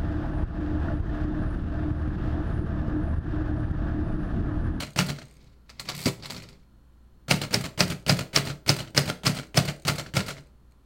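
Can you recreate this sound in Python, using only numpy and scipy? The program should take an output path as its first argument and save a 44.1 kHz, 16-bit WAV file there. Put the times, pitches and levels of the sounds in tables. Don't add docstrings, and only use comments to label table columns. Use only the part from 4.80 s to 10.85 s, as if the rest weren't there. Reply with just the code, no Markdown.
import sys
import numpy as np
from scipy import signal
from scipy.fft import rfft, irfft, next_fast_len
from scipy.io import wavfile
from scipy.ndimage import map_coordinates

SR = 44100
rng = np.random.default_rng(int(sys.argv[2]) if len(sys.argv) > 2 else 0)


def bounce(signal):
    frames = np.transpose(np.atleast_2d(signal))
    limited = np.clip(frames, -1, 1)
    pcm = np.round(limited * 32767).astype(np.int16)
    wavfile.write(sys.argv[1], SR, pcm)


N = 266805

# (frequency [Hz], relative level [dB])
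AIR_COLOUR = [(20, -4.5), (32, -5), (45, -4.5), (65, -10), (90, -14), (200, -15.5), (330, -19.5),
              (430, -27), (600, -31), (1400, -32), (2130, -42.5), (4160, -43), (5000, -47.5), (15900, -51)]
# (frequency [Hz], mean rms level [dB])
HUM_LINES = [(59.6, -57.5), (119.2, -68), (210, -72), (538, -85), (1017, -85), (1378, -86), (1863, -93),
             (3025, -93), (4258, -89)]
# (frequency [Hz], t60 [s])
ROOM_DECAY = [(150, 0.96), (1000, 0.33), (5000, .28), (14000, 0.32)]
# (time [s], scrape level [dB], rumble level [dB])
CARRIAGE_SLIDES = [
    [(0.42, -67, -57), (0.55, -68.5, -60), (0.668, -66, -57), (0.82, -84.5, -74)],
    [(0.86, -80, -70), (0.946, -68, -59.5), (1.04, -61, -52), (1.082, -46.5, -44), (1.138, -50, -46),
     (1.222, -44, -41.5), (1.3, -56, -53)],
    [(1.38, -65.5, -44.5), (1.462, -53.5, -47), (1.558, -52.5, -42.5), (1.724, -66, -52.5),
     (1.85, -76.5, -70)],
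    [(5.6, -70, -60), (5.642, -74.5, -66), (5.75, -86, -71)],
]
# (frequency [Hz], relative level [dB])
CHROME_COLOUR = [(180, -32), (300, -5), (453, -13.5), (508, -3), (570, -8), (1140, -6), (1610, -12),
                 (2200, -3), (2820, -10), (4550, -5), (6220, -14.5), (7840, -17.5), (8940, -26),
                 (15400, -33)]
# (frequency [Hz], relative level [dB])
PAWL_COLOUR = [(1200, -25.5), (2300, -3), (3200, -11), (4500, 0.5), (6000, -9.5), (8800, -5),
               (10000, -11.5), (13000, -10), (15900, -14)]
# (frequency [Hz], relative level [dB])
TINKLE_COLOUR = [(1200, -36), (2300, -0.5), (3200, -14), (4200, -0.5), (5500, -16.5), (6500, -2),
                 (7400, -12), (8600, -1), (9800, -19), (13500, -16), (15900, -19)]
# (frequency [Hz], relative level [dB])
STEEL_COLOUR = [(180, -31), (300, -5), (366, -6.5), (397, -9), (431, -8), (651, -6.5), (890, -10),
                (1410, -10.5), (1610, -11), (2200, -7.5), (3610, -12.5), (4550, -8), (5280, -13.5),
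                (7000, -16), (8800, -16), (10500, -23), (15400, -24.5)]
# (frequency [Hz], width [Hz], level [dB])
FRAME_MODES = [(611, 60, -4), (1120, 20, -18), (1387, 136, -2.5), (1910, 27, -16.5), (2130, 32, -15),
               (2840, 27, -22.5), (2940, 110, -9), (4165, 45, 0.5), (4240, 23, -6), (5024, 68, -3),
               (7070, 80, -19.5), (7420, 110, 2.5)]
# (frequency [Hz], width [Hz], level [dB])
TABLE_MODES = [(83.2, 30, -19), (116, 8.2, -2.5), (144.2, 9.1, 3), (179, 8, -1), (208.8, 7.2, -8),
               (238.8, 16, -10.5), (245, 10, -24.5), (279, 7.3, -18), (322, 11, -16), (398, 9.9, -12),
               (498, 14, -18.5)]
# (frequency [Hz], relative level [dB], t60 [s])
CARRIAGE_MODES = [(265.6, 7.5, 0.086), (319, -5.5, 0.2), (391, -3.5, 0.21), (498, -7.5, 0.18),
                  (570, -7.5, 0.16), (646.6, -7.5, 0.16), (853, -11, 0.084)]
# (time [s], level [dB])
FAINT_TICKS = [(0.0674, -45), (0.6274, -63), (0.6436, -60), (4.1044, -50), (4.6696, -52), (4.9629, -49),
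               (4.998, -49.5), (5.0213, -46.5), (5.033, -53.5), (5.6064, -52.5), (5.6368, -60),
               (5.6704, -61), (5.9104, -65), (5.9204, -60.5)]
# (start [s], length [s], first tick level [dB])
SPRING_SHIVERS = [(0.105, 0.036, -46.5), (0.3685, 0.206, -48), (3.197, 0.036, -55.5)]
# (time [s], level [dB])
MARGIN_BLOWS = [(1.257, -13.5)]
# (time [s], level [dB], relative treble [dB], ping frequency [Hz])
LEVER_CONTACTS = [(0.894, -40, -15.5, 2450), (0.8998, -34.5, -23, 5000), (0.9962, -23, -10.5, 4300),
                  (1.0554, -39.5, -12.5, 2620), (1.0879, -18, -15.5, 4470), (1.099, -23.5, -20.5, 4100),
                  (1.121, -33.5, -16.5, 4680), (1.2659, -22, -10.5, 4740), (1.2782, -27, -15, 4300),
                  (1.4245, -33, -22, 4630), (1.4339, -32.5, -19.5, 4500), (1.447, -36, -17, 4200),
                  (1.457, -26, -11.5, 4350), (1.4998, -30, -9.5, 4150), (1.506, -24, -12.5, 4620),
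                  (1.5204, -34, -13, 4140), (1.546, -33, -13.5, 4400), (1.5646, -28, -13, 4320),
                  (1.5792, -37, -18.5, 4730), (1.6004, -38.5, -20, 4150), (1.6222, -37, -11.5, 2450),
                  (1.6383, -36.5, -25.5, 4540), (1.6882, -38, -14, 4570), (1.729, -47.5, -18, 4750),
                  (1.7535, -58, -22, 2120)]
# (time [s], level [dB], ping frequency [Hz])
LOOSE_KNOCKS = [(0.0742, -33.5, 2190), (0.3609, -39, 3950), (0.3859, -31, 1840), (0.417, -33, 2070),
                (4.046, -44, 3900), (4.0751, -33, 3170), (4.6325, -33, 1850), (5.2624, -29.5, 1710),
                (5.288, -41.5, 3200), (5.4047, -19.5, 2190), (5.568, -34.5, 2120), (5.582, -36.5, 2140)]
# (typebar landing time [s], level [dB], relative thud [dB],
# escapement ahead by [ms], key tops out behind by [ms])
KEY_RELEASES = [(0.0034, -22, -2, 14, 24.3), (0.2859, -21, -1, 23.2, 13.3),
                (2.6151, -19.5, -3.5, 58.4, 19.4), (2.8403, -23, -1, 31.7, 10),
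                (3.0999, -21.5, 0.5, 22, 18), (3.389, -22, -1.5, 21.6, 18.9),
                (3.6713, -21, -0.5, 19.1, 29.6), (3.988, -22, -5, 24, 16.3),
                (4.2779, -20.5, -2.5, 22.2, 20.1), (4.567, -22.5, -2, 19.6, 20.6),
                (4.877, -20.5, -3, 25.7, 13), (5.182, -22.5, -3, 27.3, 14), (5.4824, -21, -8, 19.6, 21)]
# (slap time [s], slap level [dB], relative thud [dB], typebar ping frequency [Hz],
# relative ping [dB], flight from finger to slap [ms], finger level [dB], key ping frequency [Hz])
KEYSTROKES = [(0.189, -7.5, -8, 5520, -13.5, 28.8, -27, 1970),
              (2.5105, -7.5, -5, 5020, -14, 28.9, -31, 4310),
              (2.7423, -10, -5.5, 5250, -3, 34.4, -30.5, 1730),
              (3.0056, -7, -6.5, 4970, -5.5, 29.6, -28, 3060),
              (3.2952, -6.5, -4.5, 4940, -6, 31.2, -25, 4300),
              (3.5616, -6.5, -9.5, 5500, -4, 30.9, -31, 4530),
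              (3.8925, -7, -8, 5080, -1.5, 29.7, -28.5, 4430),
              (4.1766, -7, -6, 5020, -3.5, 29.1, -27, 1770),
              (4.4669, -6.5, -6.5, 5090, -9.5, 32.6, -30, 3260),
              (4.7743, -8, -3.5, 5220, -7, 30.2, -27.5, 3060),
              (5.0828, -8.5, -6, 5050, -13.5, 32.4, -27.5, 3130),
              (5.3675, -10, -5, 5250, -14.5, 29.7, -27, 3120)]

# (relative thud [dB], relative treble [dB], rattle t60 [s])
FINGER, LOOSE, MARGIN = (6.1, -14, 0.11), (-3.5, -25.5, 0.065), (3.7, -13.5, 0.12)
# (relative treble [dB], rattle t60 [s])
SLAP = (-20, 0.13)
# (level over the landing [dB], relative treble [dB], rattle t60 [s], ping [Hz])
ESCAPEMENT, LANDING = (-4.5, -9, 0.0683, 4749.5), (0, -15.5, 0.1216, 4151)
KEY_UP = (-3.5, -24.5, 0.0785, 3200.5)
LEVER_THUD_DB, LEVER_T60_S = -14, 0.077
STOP_PING_HZ, STOP_BODY_DB, STOP_BODY_LAG_S = 4780, -9, 0.002
SPRING_PERIOD_S = 0.01425
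SPRING_OFFBEAT_DB, SPRING_FADE_DB_PER_S = -8, 32
RACK_START_S, RACK_TEETH = 1.15, 9
TOOTH_GAP_S, GAP_SHRINK = 0.0142, 0.955
TOOTH_DB, TOOTH_RISE_DB = -36, 0.12
TICK_T60_S, TOOTH_T60_S = 0.02, 0.036
AIR_DB = -57.5
TOP_HZ = 15850


def amp(db):
    return 10 ** (np.asarray(db) / 20)


def unit(x):
    return x / np.sqrt(np.mean(x ** 2) + 1e-20)


def along(points, hz):
    f, value = np.transpose(points)
    return np.interp(np.log(hz + 1), np.log(f + 1), value)


def filtered(x, response):
    size = next_fast_len(x.shape[-1] + SR // 2)
    spectrum = rfft(x, size) * response(np.fft.rfftfreq(size, 1 / SR))
    return irfft(spectrum, size)[..., :x.shape[-1]]


def noise(colour):
    return unit(filtered(rng.standard_normal(N), lambda hz: amp(along(colour, hz))))


def wobble(rate):
    points = rng.standard_normal(int(N * rate / SR) + 4)
    return map_coordinates(points, [np.arange(N) * rate / SR])


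def add(track, s, piece):
    i = round(s * SR)
    piece, i = piece[max(-i, 0):], max(i, 0)
    track[i:i + len(piece)] += piece[:len(track) - i]


def fade(t60, rise):
    t = np.arange(SR // 3) / SR
    return amp(-60 * t / max(t60, 0.002)) * (1 - np.exp(-t / max(rise, 1e-4)))


def background():
    t = np.arange(N) / SR
    hum = np.zeros(N)
    for hz, db in HUM_LINES:
        level = amp(db + 3 + 1.2 * wobble(10))
        hum += level * np.sin(2 * np.pi * hz * t + 0.4 * wobble(6))
    return amp(AIR_DB) * noise(AIR_COLOUR) + hum


def room(x):
    hz, t, z = signal.stft(rng.standard_normal(SR // 2), SR, nperseg=256)
    dying = z * amp(-60 * t / along(ROOM_DECAY, hz)[:, None])
    tail = signal.istft(dying, SR, nperseg=256)[1]
    late = np.pad(x, (300, 0))
    return signal.fftconvolve(late, tail / np.linalg.norm(tail))[:N]


def resonance(f, centre, width):
    return width / (centre * centre - f * f + 1j * f * width)


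def table(force):
    def wood(f):
        return sum(amp(db) * centre * resonance(f, centre, width) for centre, width, db in TABLE_MODES)

    def radiate(f):
        return (1j * f / (1j * f + 70)) ** 3

    return filtered(force, lambda f: wood(f) * radiate(f))


def frame(x):
    def body(f):
        return sum((-1) ** k * amp(db) * 1j * f * resonance(f, centre, width)
                   for k, (centre, width, db) in enumerate(FRAME_MODES))

    return filtered(x, body)


def carriage():
    scrape, rumble = np.zeros((2, N))
    t = np.arange(N) / SR
    for rows in CARRIAGE_SLIDES:
        s, scrape_db, rumble_db = np.transpose(rows)
        on = (t > s[0]) & (t < s[-1])
        scrape += on * amp(np.interp(t, s, scrape_db))
        rumble += on * amp(np.interp(t, s, rumble_db))
    metal = scrape * noise(CHROME_COLOUR) * amp(2.8 * wobble(90))
    wood = rumble * unit(table(rng.standard_normal(N)))
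    return np.array([metal, wood])


def ticks(rows, colour, t60):
    level = np.zeros(N)
    for s, db in rows:
        add(level, s, amp(db) * fade(t60, 0.00027))
    return level * noise(colour)


def spring():
    rows = []
    for s, length, db in SPRING_SHIVERS:
        for k, t in enumerate(np.arange(0, length, SPRING_PERIOD_S)):
            rows.append((s + t, db + SPRING_OFFBEAT_DB * (k % 2) - SPRING_FADE_DB_PER_S * t))
    return rows


def rack():
    k = np.arange(RACK_TEETH)
    times = RACK_START_S + TOOTH_GAP_S * (1 - GAP_SHRINK ** k) / (1 - GAP_SHRINK)
    return zip(times, TOOTH_DB + TOOTH_RISE_DB * k)


def margin_stop():
    knock = np.zeros(N)
    t = np.arange(SR // 3) / SR
    for s, db in MARGIN_BLOWS:
        for hz, level_db, t60 in CARRIAGE_MODES:
            level = amp(db + level_db + STOP_BODY_DB) * fade(t60, 0.0019)
            add(knock, s + STOP_BODY_LAG_S, level * np.sin(2 * np.pi * hz * t))
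    return knock


def contacts(rows, colour, crack_t60, rattle_db, bright_db, ring_db, ping_db, rise,
             push_s, push_db, judder_db, judder_t60, lead_db):
    mids, highs, ping, push, judder = np.zeros((5, N))
    t = np.arange(SR // 20) / SR
    slack = (t[:SR * 15 // 1000] / 0.015) ** 2
    for s, db, thud_db, treble_db, t60, hz, *own_ping_db in rows:
        crack, rattle = fade(crack_t60, rise), fade(t60, 0.003)
        add(mids, s, amp(db) * (crack + amp(rattle_db) * rattle))
        add(mids, s - 0.015, amp(db + lead_db) * slack)
        add(highs, s, amp(db + treble_db) * (crack + amp(bright_db) * rattle))
        for ratio, mode_db in [(1, 3.0), (0.88, -4.5), (1.14, -6.5)]:
            level = amp(db + ping_db + sum(own_ping_db) + mode_db + rng.normal(0, 0.93))
            add(ping, s, level * fade(0.011, 0.00039)[:len(t)] * np.sin(2 * np.pi * ratio * hz * t))
        soft_push = t / push_s * np.exp(1 - t / push_s)
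        add(push, s, amp(db + thud_db + push_db) * soft_push)
        add(judder, s, amp(db + thud_db + judder_db) * fade(judder_t60, 0.0095))
    chatter = noise(colour) * amp(2.68 * wobble(350))
    low = filtered(chatter, lambda hz: 1 / (1 + (hz / 7500) ** 8))
    metal = mids * unit(low) + highs * unit(chatter - low)
    wood = table(push) + judder * unit(table(rng.standard_normal(N)))
    return np.array([metal + amp(ring_db) * frame(metal + ping), wood + ping])


def lever():
    rows = [(s, db, LEVER_THUD_DB, treble_db, LEVER_T60_S, hz) for s, db, treble_db, hz in LEVER_CONTACTS]
    return rows + [(s, db, *MARGIN, STOP_PING_HZ) for s, db in MARGIN_BLOWS]


def releases():
    rows = [(s, db, *LOOSE, hz) for s, db, hz in LOOSE_KNOCKS]
    for s, db, thud_db, ahead_ms, behind_ms in KEY_RELEASES:
        for lag_ms, kind in [(-ahead_ms, ESCAPEMENT), (0, LANDING), (behind_ms, KEY_UP)]:
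            over_db, *character = kind
            rows.append((s + lag_ms / 1000, db + over_db, thud_db, *character))
    return rows


def fingers():
    return [(s - flight_ms / 1000, db, *FINGER, hz) for s, *_, flight_ms, db, hz in KEYSTROKES]


def typebars():
    scrape, bottom = np.zeros((2, N))
    t = np.arange(SR // 20) / SR
    for s, db, thud_db, *_ in slaps():
        add(scrape, s - 0.018, amp(db - 22.5) * np.sin(np.pi * np.clip(t / 0.024, 0, 1)) ** 0.64)
        add(scrape, s - 0.003, amp(db - 11.5) * fade(0.013, 0.00053))
        add(bottom, s + 0.006, amp(db + thud_db + 12.5) * t / 0.0015 * np.exp(1 - t / 0.0011))
    return np.array([scrape * noise(STEEL_COLOUR) * amp(2.3 * wobble(300)), table(bottom)])


def slaps():
    return [(s, db, thud_db, *SLAP, hz, ping_db) for s, db, thud_db, hz, ping_db, *_ in KEYSTROKES]


def scene():
    keys = contacts(lever(), CHROME_COLOUR, crack_t60=0.0098, rattle_db=-9.5, bright_db=-2.0, ring_db=1.5,
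                    ping_db=2.0, rise=0.00095, push_s=0.00075, push_db=10.5, judder_db=-4.5,
                    judder_t60=0.13, lead_db=-21.5)
    keys += contacts(releases(), STEEL_COLOUR, crack_t60=0.01, rattle_db=-8, bright_db=-1.5, ring_db=6.0,
                     ping_db=-4.0, rise=0.0024, push_s=0.0013, push_db=15, judder_db=-5,
                     judder_t60=0.16, lead_db=-18.5)
    keys += contacts(fingers(), STEEL_COLOUR, crack_t60=0.012, rattle_db=-5.5, bright_db=-2.0, ring_db=6.0,
                     ping_db=-5.5, rise=0.00055, push_s=0.002, push_db=9, judder_db=-3.5,
                     judder_t60=0.28, lead_db=-49.5)
    keys += contacts(slaps(), STEEL_COLOUR, crack_t60=0.013, rattle_db=-10, bright_db=0.0, ring_db=1.5,
                     ping_db=9.0, rise=0.0005, push_s=0.00052, push_db=14.5, judder_db=-5.5,
                     judder_t60=0.27, lead_db=-31)
    metal, direct = amp(-2.5) * keys + typebars() + carriage()
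    metal = metal + ticks(FAINT_TICKS + spring(), TINKLE_COLOUR, TICK_T60_S)
    metal = metal + ticks(rack(), PAWL_COLOUR, TOOTH_T60_S)
    machine = metal + direct + margin_stop()
    return (machine + amp(-10.5) * room(metal) + background())[None]


def record(dry):
    return filtered(dry, lambda hz: hz < TOP_HZ)


dry = scene()
out = record(dry)
bounce(out)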